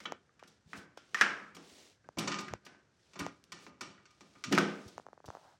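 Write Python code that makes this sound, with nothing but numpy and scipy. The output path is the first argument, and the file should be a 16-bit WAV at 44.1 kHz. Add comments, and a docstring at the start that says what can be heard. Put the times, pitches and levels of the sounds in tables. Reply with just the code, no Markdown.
"""In a quiet, hard-walled room, a carved wooden cupboard is handled. Its door scrapes on the frame by friction
and knocks against it; impacts excite the panel's modes and make the whole door boom. A hinge squeaks briefly,
and a loose metal lock rattles and rings. A sleeve brushes the wood in between, and fingers tick, bump and rub
on the case of a hand-held camera, right at its microphone."""
import sys
import numpy as np
from scipy import signal
from scipy.fft import rfft, irfft
from scipy.io import wavfile
from scipy.ndimage import uniform_filter1d

SR = 44100
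rng = np.random.default_rng(int(sys.argv[2]) if len(sys.argv) > 2 else 0)


def int16_out(signal):
    """Quantize to a 16-bit WAV file."""
    q = np.round(np.clip(np.atleast_2d(signal).T, -1, 1) * 32767)
    wavfile.write(sys.argv[1], SR, q.astype(np.int16))


N = 246519
TAIL_S = np.arange(SR) / SR  # time after a blow
BINS_HZ = np.fft.rfftfreq(4096, 1 / SR)


def gain_of(db):
    """Amplitude ratio of a level in decibels."""
    return 10 ** (np.asarray(db) / 20)


def unit(x):
    """Normalisation to energy 1."""
    return x / np.sqrt(np.sum(x ** 2) + 1e-20)


def read(points, hz):
    """Interpolation on a log-frequency axis."""
    points_hz, value = np.transpose(points)
    return np.interp(np.log(hz + 1), np.log(points_hz + 1), value)


def add(mix, start_s, sound):
    """Superposition of a sound onto the mix."""
    part = mix[max(round(start_s * SR), 0):][:len(sound)]
    part += sound[:len(part)]


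def causal(db):
    """Minimum phase: the sharp-fronted impulse response with the given gain on BINS_HZ."""
    log_gain = np.log(gain_of(np.concatenate([db, db[-2:0:-1]])))
    return np.fft.ifft(np.exp(np.conj(signal.hilbert(log_gain)))).real[:len(BINS_HZ)]


def band_db(db, low_hz, high_hz):
    """Energy level of a spectrum within a band."""
    return 10 * np.log10(np.mean(gain_of(db) ** 2 * (BINS_HZ > low_hz) * (BINS_HZ < high_hz)))


def burst(decay_s, rise_s):
    """Dense random contacts or reflections merge into noise that swells and decays."""
    return unit(rng.standard_normal(SR) * np.exp(-TAIL_S / decay_s) * (1 - np.exp(-TAIL_S / rise_s)))


def ring(modes, spread_db):
    """Modal vibration: damped sines of alternating sign, excited a little differently each time."""
    hz, db, t60_s = np.transpose(modes)[:, :, None]
    decay = gain_of(db + spread_db * rng.standard_normal(hz.shape) - 60 * TAIL_S / t60_s)
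    sign = (-1) ** np.arange(len(modes))
    return unit(sign @ (decay * np.sin(2 * np.pi * hz * TAIL_S)))


def noise(spectrum):
    """Spectral shaping of white noise, rms 1."""
    shaped = rfft(rng.standard_normal(N)) * gain_of(read(spectrum, np.fft.rfftfreq(N, 1 / SR)))
    return unit(irfft(shaped, N)) * np.sqrt(N)


def strokes(rows, rest_db):
    """Sliding level in dB follows speed: one arch per stroke over a resting level."""
    speed = np.full(N, gain_of(rest_db))
    for start_s, length_s, db in rows:
        arch = np.sin(np.pi * np.arange(0, length_s, 1 / SR) / length_s)
        add(speed, start_s, gain_of(db) * abs(arch) ** 1.1)
    return 20 * np.log10(speed)


def friction(level_db, spectrum, grain_db):
    """Stick-slip friction: hiss that catches and slips every few milliseconds."""
    grain = unit(uniform_filter1d(rng.standard_normal(N), size=200)) * np.sqrt(N)
    return noise(spectrum) * gain_of(level_db + grain_db * grain)


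# background spectrum: frequency_hz, level_db
AIR_SPECTRUM = [(15, -24.5), (25, -10), (70, 11), (145, 9.5), (256, -0.5), (988, -7.5), (1190, -8),
                (1610, -2.5), (3520, -33.5), (5880, -15.5), (10100, -41), (12200, -58), (16000, -45)]

def room_air():
    """Stationary noise: the faint, low hush of the room."""
    return gain_of(-74) * noise(AIR_SPECTRUM)


# wall reflections: frequency_hz, t60_s, level_db
ROOM_DECAY = [(99.1,0.62,7),(253,0.76,6),(690,0.6,6.5),(1420,0.57,0),(3020,0.48,2),(6900,0.39,-0.5),(8900,0.36,0),(16100,0.05,-14)]

def room(rise_s):
    """Reverberation: a diffuse tail whose treble is absorbed first."""
    hz, t, spectra = signal.stft(rng.standard_normal(SR), SR, nperseg=256)
    t60_s, db = (read(np.array(ROOM_DECAY)[:, [0, k]], hz)[:, None] for k in (1, 2))
    tail = signal.istft(spectra * gain_of(db - 60 * t / t60_s), SR)[1][:SR]
    return unit(tail * (1 - np.exp(-TAIL_S / rise_s)))


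# cloth sliding on wood: start_s, length_s, level_db
SLEEVE_STROKES = [(0, 0.077, -63.5), (.41, 0.18, -78), (.66, .21, -64), (.755, 0.047, -62),
                  (.96, 0.6, -69.5), (1.54, 0.44, -61), (2.92, 0.52, -74.5), (3.57, 0.14, -63.5),
                  (4.06, 0.71, -72.5), (4.55, 0.52, -65.5), (5.22, 0.37, -72.5)]
# its soft hush and the fizz of a fast stroke: frequency_hz, level_db
HUSH_SPECTRUM = [(60,-19),(130,-12.5),(230,-3.5),(450,-3),(800,-10),(1400,-15.5),(2200,-10),(3200,-9.5),(5500,-10),(8000,-16.5),(11000,-30),(16000,-53)]
FIZZ_SPECTRUM = [(1000,-23.5),(3200,-1),(6500,-1),(10000,-3.5),(13000,-16),(16000,-5)]

def sleeve(fizz_db=-6, fizz_slope=1.6):
    """Cloth friction brightens with speed: the fizz grows faster than the hush."""
    db = strokes(SLEEVE_STROKES, rest_db=-81)
    fast_db = db.max() + fizz_db + fizz_slope * (db - db.max())
    return friction(db, HUSH_SPECTRUM, grain_db=1.3) + friction(fast_db, FIZZ_SPECTRUM, grain_db=0.8)


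# a finger drags on the camera: start_s, length_s, level_db
FINGER_STROKES = [(4.95, 0.27, -74.5), (5.29, 0.12, -60), (5.37, 0.21, -63)]
# response of its case: frequency_hz, level_db
CASE_SPECTRUM = [(100,-21),(400,-15.5),(620,2),(820,4.5),(1100,-2.5),(1600,-6.5),(3000,-36),(8000,-36.5)]

def finger_rub():
    """Skin friction, coloured by the resonance of the case."""
    return friction(strokes(FINGER_STROKES, rest_db=-100), CASE_SPECTRUM, grain_db=0.5)


# the hand pushes on the camera: start_s, level_db
HAND_BUMPS = [(.66, -50), (.735, -57), (0.777, -46.5), (2.088, -52.5), (2.506, -41.5), (2.529, -35),
              (2.547, -44), (3.211, -39), (3.264, -52), (4.86, -40), (4.957, -52), (5.253, -52.5),
              (5.284, -38)]

def hand_bumps(pitch_hz=90, decay_s=0.0025):
    """A soft impact spreads its force in time, leaving only a dull, low pulse."""
    out, age = np.zeros(N), TAIL_S / decay_s
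    pulse = age * np.exp(1 - age) * np.sin(2 * np.pi * pitch_hz * TAIL_S)
    for start_s, db in HAND_BUMPS:
        add(out, start_s, gain_of(db) * pulse)
    return signal.lfilter(*signal.butter(2, 65, "highpass", fs=SR), out)


# fingers tick on the case: start_s, level_db, pitch_hz
CASE_TICKS = [(.121, -25.5, 680), (.426, -39, 580), (.974, -36, 516), (2.088, -34.5, 617),
              (2.536, -24.5, 530), (3.264, -25.5, 680), (4.979, -29.5, 755), (4.997, -39, 635),
              (5.065, -37, 776), (5.085, -41.5, 557), (5.13, -39.5, 592), (5.176, -45, 610),
              (5.202, -46, 554), (5.242, -43, 549), (5.249, -45, 713), (5.28, -40.5, 794),
              (5.286, -35.5, 398), (5.302, -32.5, 846), (5.35, -35, 770), (5.369, -39.5, 590)]
# a tick's bright snap: frequency_hz, level_db
SNAP_SPECTRUM = [(500,-7.5),(2000,19),(4000,3),(6500,12),(9000,-13),(16000,-13)]

def case_ticks(gain_db=4, decay_s=0.00032, lag_s=0.00102, firm_db=-25.5, snap_db=-20, snap_slope=1.79):
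    """A heavily damped resonance gives a dry tick; its snap grows steeply with firmness."""
    pulses, snaps, age = np.zeros(N), np.zeros(N), TAIL_S / decay_s
    envelope = age * np.exp(1 - age)
    snap = unit(causal(read(SNAP_SPECTRUM, BINS_HZ)))
    for start_s, db, hz in CASE_TICKS:
        add(pulses, start_s + lag_s, gain_of(db + gain_db) * envelope * np.cos(2 * np.pi * hz * TAIL_S))
        add(snaps, start_s + lag_s, gain_of(snap_db + snap_slope * (db - firm_db)) * snap)
    return signal.lfilter(*signal.butter(2, [270, 2100], "bandpass", fs=SR), pulses) + snaps


# brief drops in the cupboard's level: start_s, length_s, depth_db
LEVEL_DIPS = [(0.141, 0.22, -11.5), (2.557, 0.095, -12), (3.286, 0.22, -10)]

def dips():
    """Amplitude modulation: the cupboard's sound sinks and recovers just after each firm tick."""
    db = np.zeros(N)
    for start_s, length_s, depth_db in LEVEL_DIPS:
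        add(db, start_s, depth_db * np.sin(np.pi * np.arange(0, length_s, 1 / SR) / length_s))
    return gain_of(db)


# the door drags on its frame: start_s, length_s, level_db
DOOR_SCRAPES = [(.72, 0.07, -69), (1.146, 0.095, -45), (2.172, 0.078, -49.5), (4.512, 0.041, -38)]
# response of the wood, scraped or struck: frequency_hz, level_db
WOOD_SPECTRUM = [(60,-43.5),(150,-26.5),(400,-18),(700,-17.5),(1000,-11),(1300,-1),(1750,-2.5),(2200,-3.5),(3000,-8),(4300,-14.5),(5600,-10.5),(7000,-18.5),(10000,-30.5),(16000,-39.5)]

def door_scrapes(wet_db=-3):
    """Dry friction excites the wood, and the room reverberates."""
    rub = friction(strokes(DOOR_SCRAPES, rest_db=-120), WOOD_SPECTRUM, grain_db=1.5)
    return rub + gain_of(wet_db) * signal.fftconvolve(rub, room(rise_s=0.0044))[:N]


# the hinge sticks and slips: start_s, level_db
HINGE_SLIPS = [(0.054,-20),(0.0566,-12.5)]
# its modes: frequency_hz, level_db, t60_s
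HINGE_MODES = [(1290,-1,.08),(2280,-8,.05),(2980,0,.055),(3180,0,.06),(3400,-4,.05),(3900,-7,.05)]

def hinge_squeak(wet_db=-13):
    """Stick-slip friction: each sudden slip of the hinge rings briefly and brightly."""
    out = np.zeros(N)
    for start_s, db in HINGE_SLIPS:
        ping = ring(HINGE_MODES, spread_db=0.76)
        echo = unit(signal.fftconvolve(ping, room(rise_s=0.0022))[:SR])
        add(out, start_s, gain_of(db) * (ping + gain_of(wet_db) * echo))
    return out


# the door is pushed or pulled without a clack: start_s, level_db, pitch_hz
DOOR_THUDS = [(.658, -56, 104.7), (.764, -43.5, 200), (1.133, -45.5, 249), (1.417, -49.5, 198),
              (2.205, -31.5, 225), (3.198, -35.5, 176.8), (4.45, -42, 185), (4.466, -33.5, 174),
              (4.511, -18.5, 255)]

def shoves(knock_hz=302, rattle_hz=222, lag_s=0.001):
    """Momentum transfer: besides the thuds, every knock and rattle pushes the door."""
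    kinds = [(DOOR_KNOCKS, knock_hz), (LOCK_RATTLES, rattle_hz)]
    return DOOR_THUDS + [(s + lag_s, shove_db, hz) for rows, hz in kinds for s, _, shove_db, *_ in rows]


# low modes of the whole door: frequency_hz, level_db, t60_s
DOOR_MODES = [(112,-17,.35),(167,-3,.5),(204,0,.55),(230,-9,.35),(260,-3,.5),(287,-2,.45),(341,-8,.4),(362,-3.5,.55),(476,-6,.55),(612,-10,.5),(755,-11,.5)]

def door_boom(gain_db=19, thump_db=-6, wet_db=-4, width_octaves=0.79):
    """Resonance: a band-limited shove excites the door's low modes and fills the room."""
    out = np.zeros(N)
    for start_s, db, hz in shoves():
        push = causal(-10 * np.log10(1 + (np.log2((BINS_HZ + 1) / hz) / width_octaves) ** 6))
        swing = ring(DOOR_MODES, spread_db=1) * (1 - np.exp(-TAIL_S / 0.00061))
        thump = unit(signal.fftconvolve(burst(decay_s=0.012, rise_s=0.0044), push)[:SR])
        boom = unit(signal.fftconvolve(swing, push)[:SR])
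        echo = unit(signal.fftconvolve(room(rise_s=0.011), push)[:SR])
        sound = boom + gain_of(thump_db) * thump + gain_of(wet_db) * echo
        add(out, start_s, gain_of(db + gain_db) * sound)
    # a panel radiates little below its lowest mode
    radiation = causal(read([(50, -16.5), (110, 2.0), (160, 3.0), (1000, -1.5)], BINS_HZ))
    return signal.fftconvolve(out, radiation)[:N]


def dispersed_click(delay_s):
    """Bending-wave dispersion: treble crosses the board first, 1 kHz after delay_s."""
    return irfft(np.exp(-4j * np.pi * delay_s * np.sqrt(1000 * BINS_HZ)))[:len(BINS_HZ)]


def impacts(rows, spectrum, modes, *, gain_db, body_db, push_db, edge_db, sparkle_db, dull_slope,
            spot_db, spot_octaves, chatter_db, chatter_s, frame_db, frame_s, ring_db, wet_db):
    """Source and filter: click, chatter and reverberation take the body's colour while its modes ring."""
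    out = np.zeros(N)
    frame = gain_of(frame_db) * burst(frame_s, rise_s=0.0096)  # the cupboard's dense, short modes
    frame[0] += 1  # direct path
    click = dispersed_click(delay_s=0.001217)
    for start_s, clack_db, shove_db, hardness_db, click_db, spot_hz in rows:
        # the struck spot sets a resonance, the shove fills out the body, hardness lifts the treble
        spot = np.exp(-(np.log2((BINS_HZ + 1) / spot_hz) / spot_octaves) ** 2)
        colour = read(spectrum, BINS_HZ) + spot_db * spot
        body = 20 * np.log10(gain_of(clack_db + body_db) + gain_of(shove_db + push_db))
        low = body - band_db(colour, 450, 1000)
        mid = clack_db - band_db(colour, 1000, 2500)
        high = clack_db + hardness_db + edge_db - band_db(colour, 3000, 9000)
        dull = dull_slope * min(hardness_db, 0)  # a soft contact loses its very top first
        top = clack_db + hardness_db + dull + sparkle_db - band_db(colour, 9500, 16000)
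        balance = [(800, low), (1350, mid), (2100, mid), (3200, high), (7500, high), (11000, top)]
        response = causal(colour + read(balance, BINS_HZ))
        chatter = gain_of(chatter_db) * burst(chatter_s, rise_s=0.0021)
        echo = gain_of(wet_db) * room(rise_s=0.0027)
        contact = signal.fftconvolve(chatter + echo, unit(frame))[:SR]
        add(contact, 0, gain_of(click_db) * click)
        clack = signal.fftconvolve(contact, response)[:SR]
        ringing = gain_of(clack_db + ring_db) * ring(modes, spread_db=3)
        add(out, start_s, gain_of(gain_db) * (clack + ringing))
    return out


# play in the lock: start_s, clack_db, shove_db, hardness_db, click_db
LOCK_RATTLES = [(0.056, -35, -54, -11, 4), (0.475, -70.5, -65, 18, -5), (1.548, -49.5, -53.5, 3.5, -7),
                (2.171, -38.5, -27, -9, -5), (2.1847, -28, -36.5, 1, -7), (2.2748, -25, -33, -2.5, -3.5),
                (2.3173, -29, -46, -4, 2.5), (2.3427, -31.5, -42.5, -5.5, 7.5), (2.3870, -31, -40, -2.5, 1),
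                (2.4047, -58.5, -66, 14.5, 3), (2.6505, -60.5, -73.5, 11, -5),
                (3.134, -50.5, -58.5, -1.5, 1), (3.1557, -39.5, -44, -9, -12),
                (3.1906, -37.5, -34.5, 3, -12), (3.2011, -27.5, -44, -16, -3), (3.4398, -62, -91, 7, 16.5),
                (3.5198, -37.5, -47.5, -1, -2.5), (3.6652, -44, -48, -11.5, 9.5),
                (3.8083, -33.5, -42.5, -1, -19), (3.9772, -50.5, -71.5, -25, 5),
                (4.055, -51.5, -74, -3.5, 3), (4.1066, -59, -80, -1, 1), (4.2079, -50.5, -50.5, -1.5, 5.5),
                (4.352, -48.5, -56, -14.5, -1.5), (4.439, -30.5, -71, -1.5, 4),
                (4.8792, -79, -74.5, 31.5, 0), (5.2574, -61.5, -54.5, 12.5, 1)]
# response of the metal: frequency_hz, level_db
METAL_SPECTRUM = [(150,-11.5),(400,-6),(650,-9),(1000,-3),(1500,-7.5),(2100,-6),(2800,3.5),(4200,2),(5800,5),(7500,-3.5),(11000,-20.5),(16000,-28)]
# modes of the lock: frequency_hz, level_db, t60_s
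LOCK_MODES = [(645,-11,.25),(935,-9,.3),(1052,-8,.25),(1222,7,.42),(1232,-7,.3),(1787,-6,.4),(1812,-11,.3),(2309,-13,.3),(2675,-7,.25),(2934,-11,.4),(3028,-11,.25),(3528,-12,.2),(4629,-14,.25)]

def lock_rattles(spot_hz=2690):
    """Impact across a clearance: the loose lock is always struck at the same spot and rings."""
    return impacts([(*row, spot_hz) for row in LOCK_RATTLES], METAL_SPECTRUM, LOCK_MODES, gain_db=6.0,
                   body_db=-21, push_db=-4, edge_db=2.5, sparkle_db=-9.5, dull_slope=7.2,
                   spot_db=-0.5, spot_octaves=0.26, chatter_db=8.5, chatter_s=0.005,
                   frame_db=1, frame_s=0.0024, ring_db=6.5, wet_db=4.5)


# wood on wood: start_s, clack_db, shove_db, hardness_db, click_db, spot_hz
DOOR_KNOCKS = [(.0024, -43.5, -51, -4.5, -1, 2120), (.0543, -34.5, -40, -24, 6.5, 1420),
               (.2923, -57, -101, -47, 15.5, 1190), (.3934, -49.5, -73, -9, -16, 1190),
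               (.4356, -49, -56.5, -10, 7, 1380), (.7317, -30, -43, -20.5, 5, 1530),
               (.7756, -57, -62, 4, -12, 1520), (.812, -52, -72, -21, -5, 1470),
               (.9724, -44.5, -57, -4, -25, 1410), (1.1450, -19.5, -77, -15, 7.5, 1847),
               (1.2112, -9.5, -33, -15, 7, 1665), (1.2166, -12, -70, -18.5, -20, 1354),
               (1.5666, -46.5, -44.5, -3, 7, 1180), (2.042, -57, -58.5, -22, 1.5, 1590),
               (2.481, -34.5, -47, -15, 0, 1540), (2.6645, -39, -50, -11, 5, 1530),
               (2.7474, -57, -60.5, -22.5, 12, 1600), (4.5245, -22.5, -24.5, -3.5, 3.5, 1266),
               (4.5492, -29, -53, -6, 5, 2400), (4.5775, -18, -19.5, -18.5, 13.5, 1244),
               (4.5825, -17, -60, -8, -13, 1510)]
# modes of the door's panel: frequency_hz, level_db, t60_s
PANEL_MODES = [(1130,-9,.3),(1216,-2,.35),(1297,-8,.3),(1385,-6,.35),(1531,1.5,.45),(1585,-4,.38),(1712,0,.42),(1752,-6,.35),(1843,-4,.35),(1933,-10,.3),(2497,-11,.3),(2648,-9,.3),(3063,-10,.3)]

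def door_knocks():
    """Impulse excitation: the door strikes its frame and the panel's modes ring."""
    return impacts(DOOR_KNOCKS, WOOD_SPECTRUM, PANEL_MODES, gain_db=5.0,
                   body_db=-20, push_db=-2.5, edge_db=4.0, sparkle_db=-12, dull_slope=0.25,
                   spot_db=9.5, spot_octaves=0.1, chatter_db=8.5, chatter_s=0.0043,
                   frame_db=-14.5, frame_s=0.017, ring_db=3, wet_db=3.5)


def scene():
    """Superposition of all sources, almost mono: only treble reflections differ between the ears."""
    blows = door_knocks() + lock_rattles()
    hand = case_ticks() + hand_bumps() + finger_rub()
    cupboard = blows + hinge_squeak() + door_boom() + door_scrapes()
    mono = dips() * cupboard + hand + sleeve() + room_air()
    scatter = signal.fftconvolve(mono, burst(decay_s=0.004, rise_s=0.0005))[:N]
    treble = causal(read([(1000, -62.5), (2000, -57.5), (4000, -28), (12000, -19.0)], BINS_HZ))
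    side = signal.fftconvolve(scatter, treble)[:N]
    return np.array([mono + side, mono - side])


def record(dry):
    """Band limiting: the microphone's bass roll-off and a steep treble cut."""
    lean = signal.lfilter(*signal.butter(2, 65, "highpass", fs=SR), dry)
    lowpass = signal.firwin(511, 16300, window=("kaiser", 9), fs=SR)
    return signal.oaconvolve(lean, lowpass[None], "same")


dry = scene()
out = record(dry)
int16_out(out)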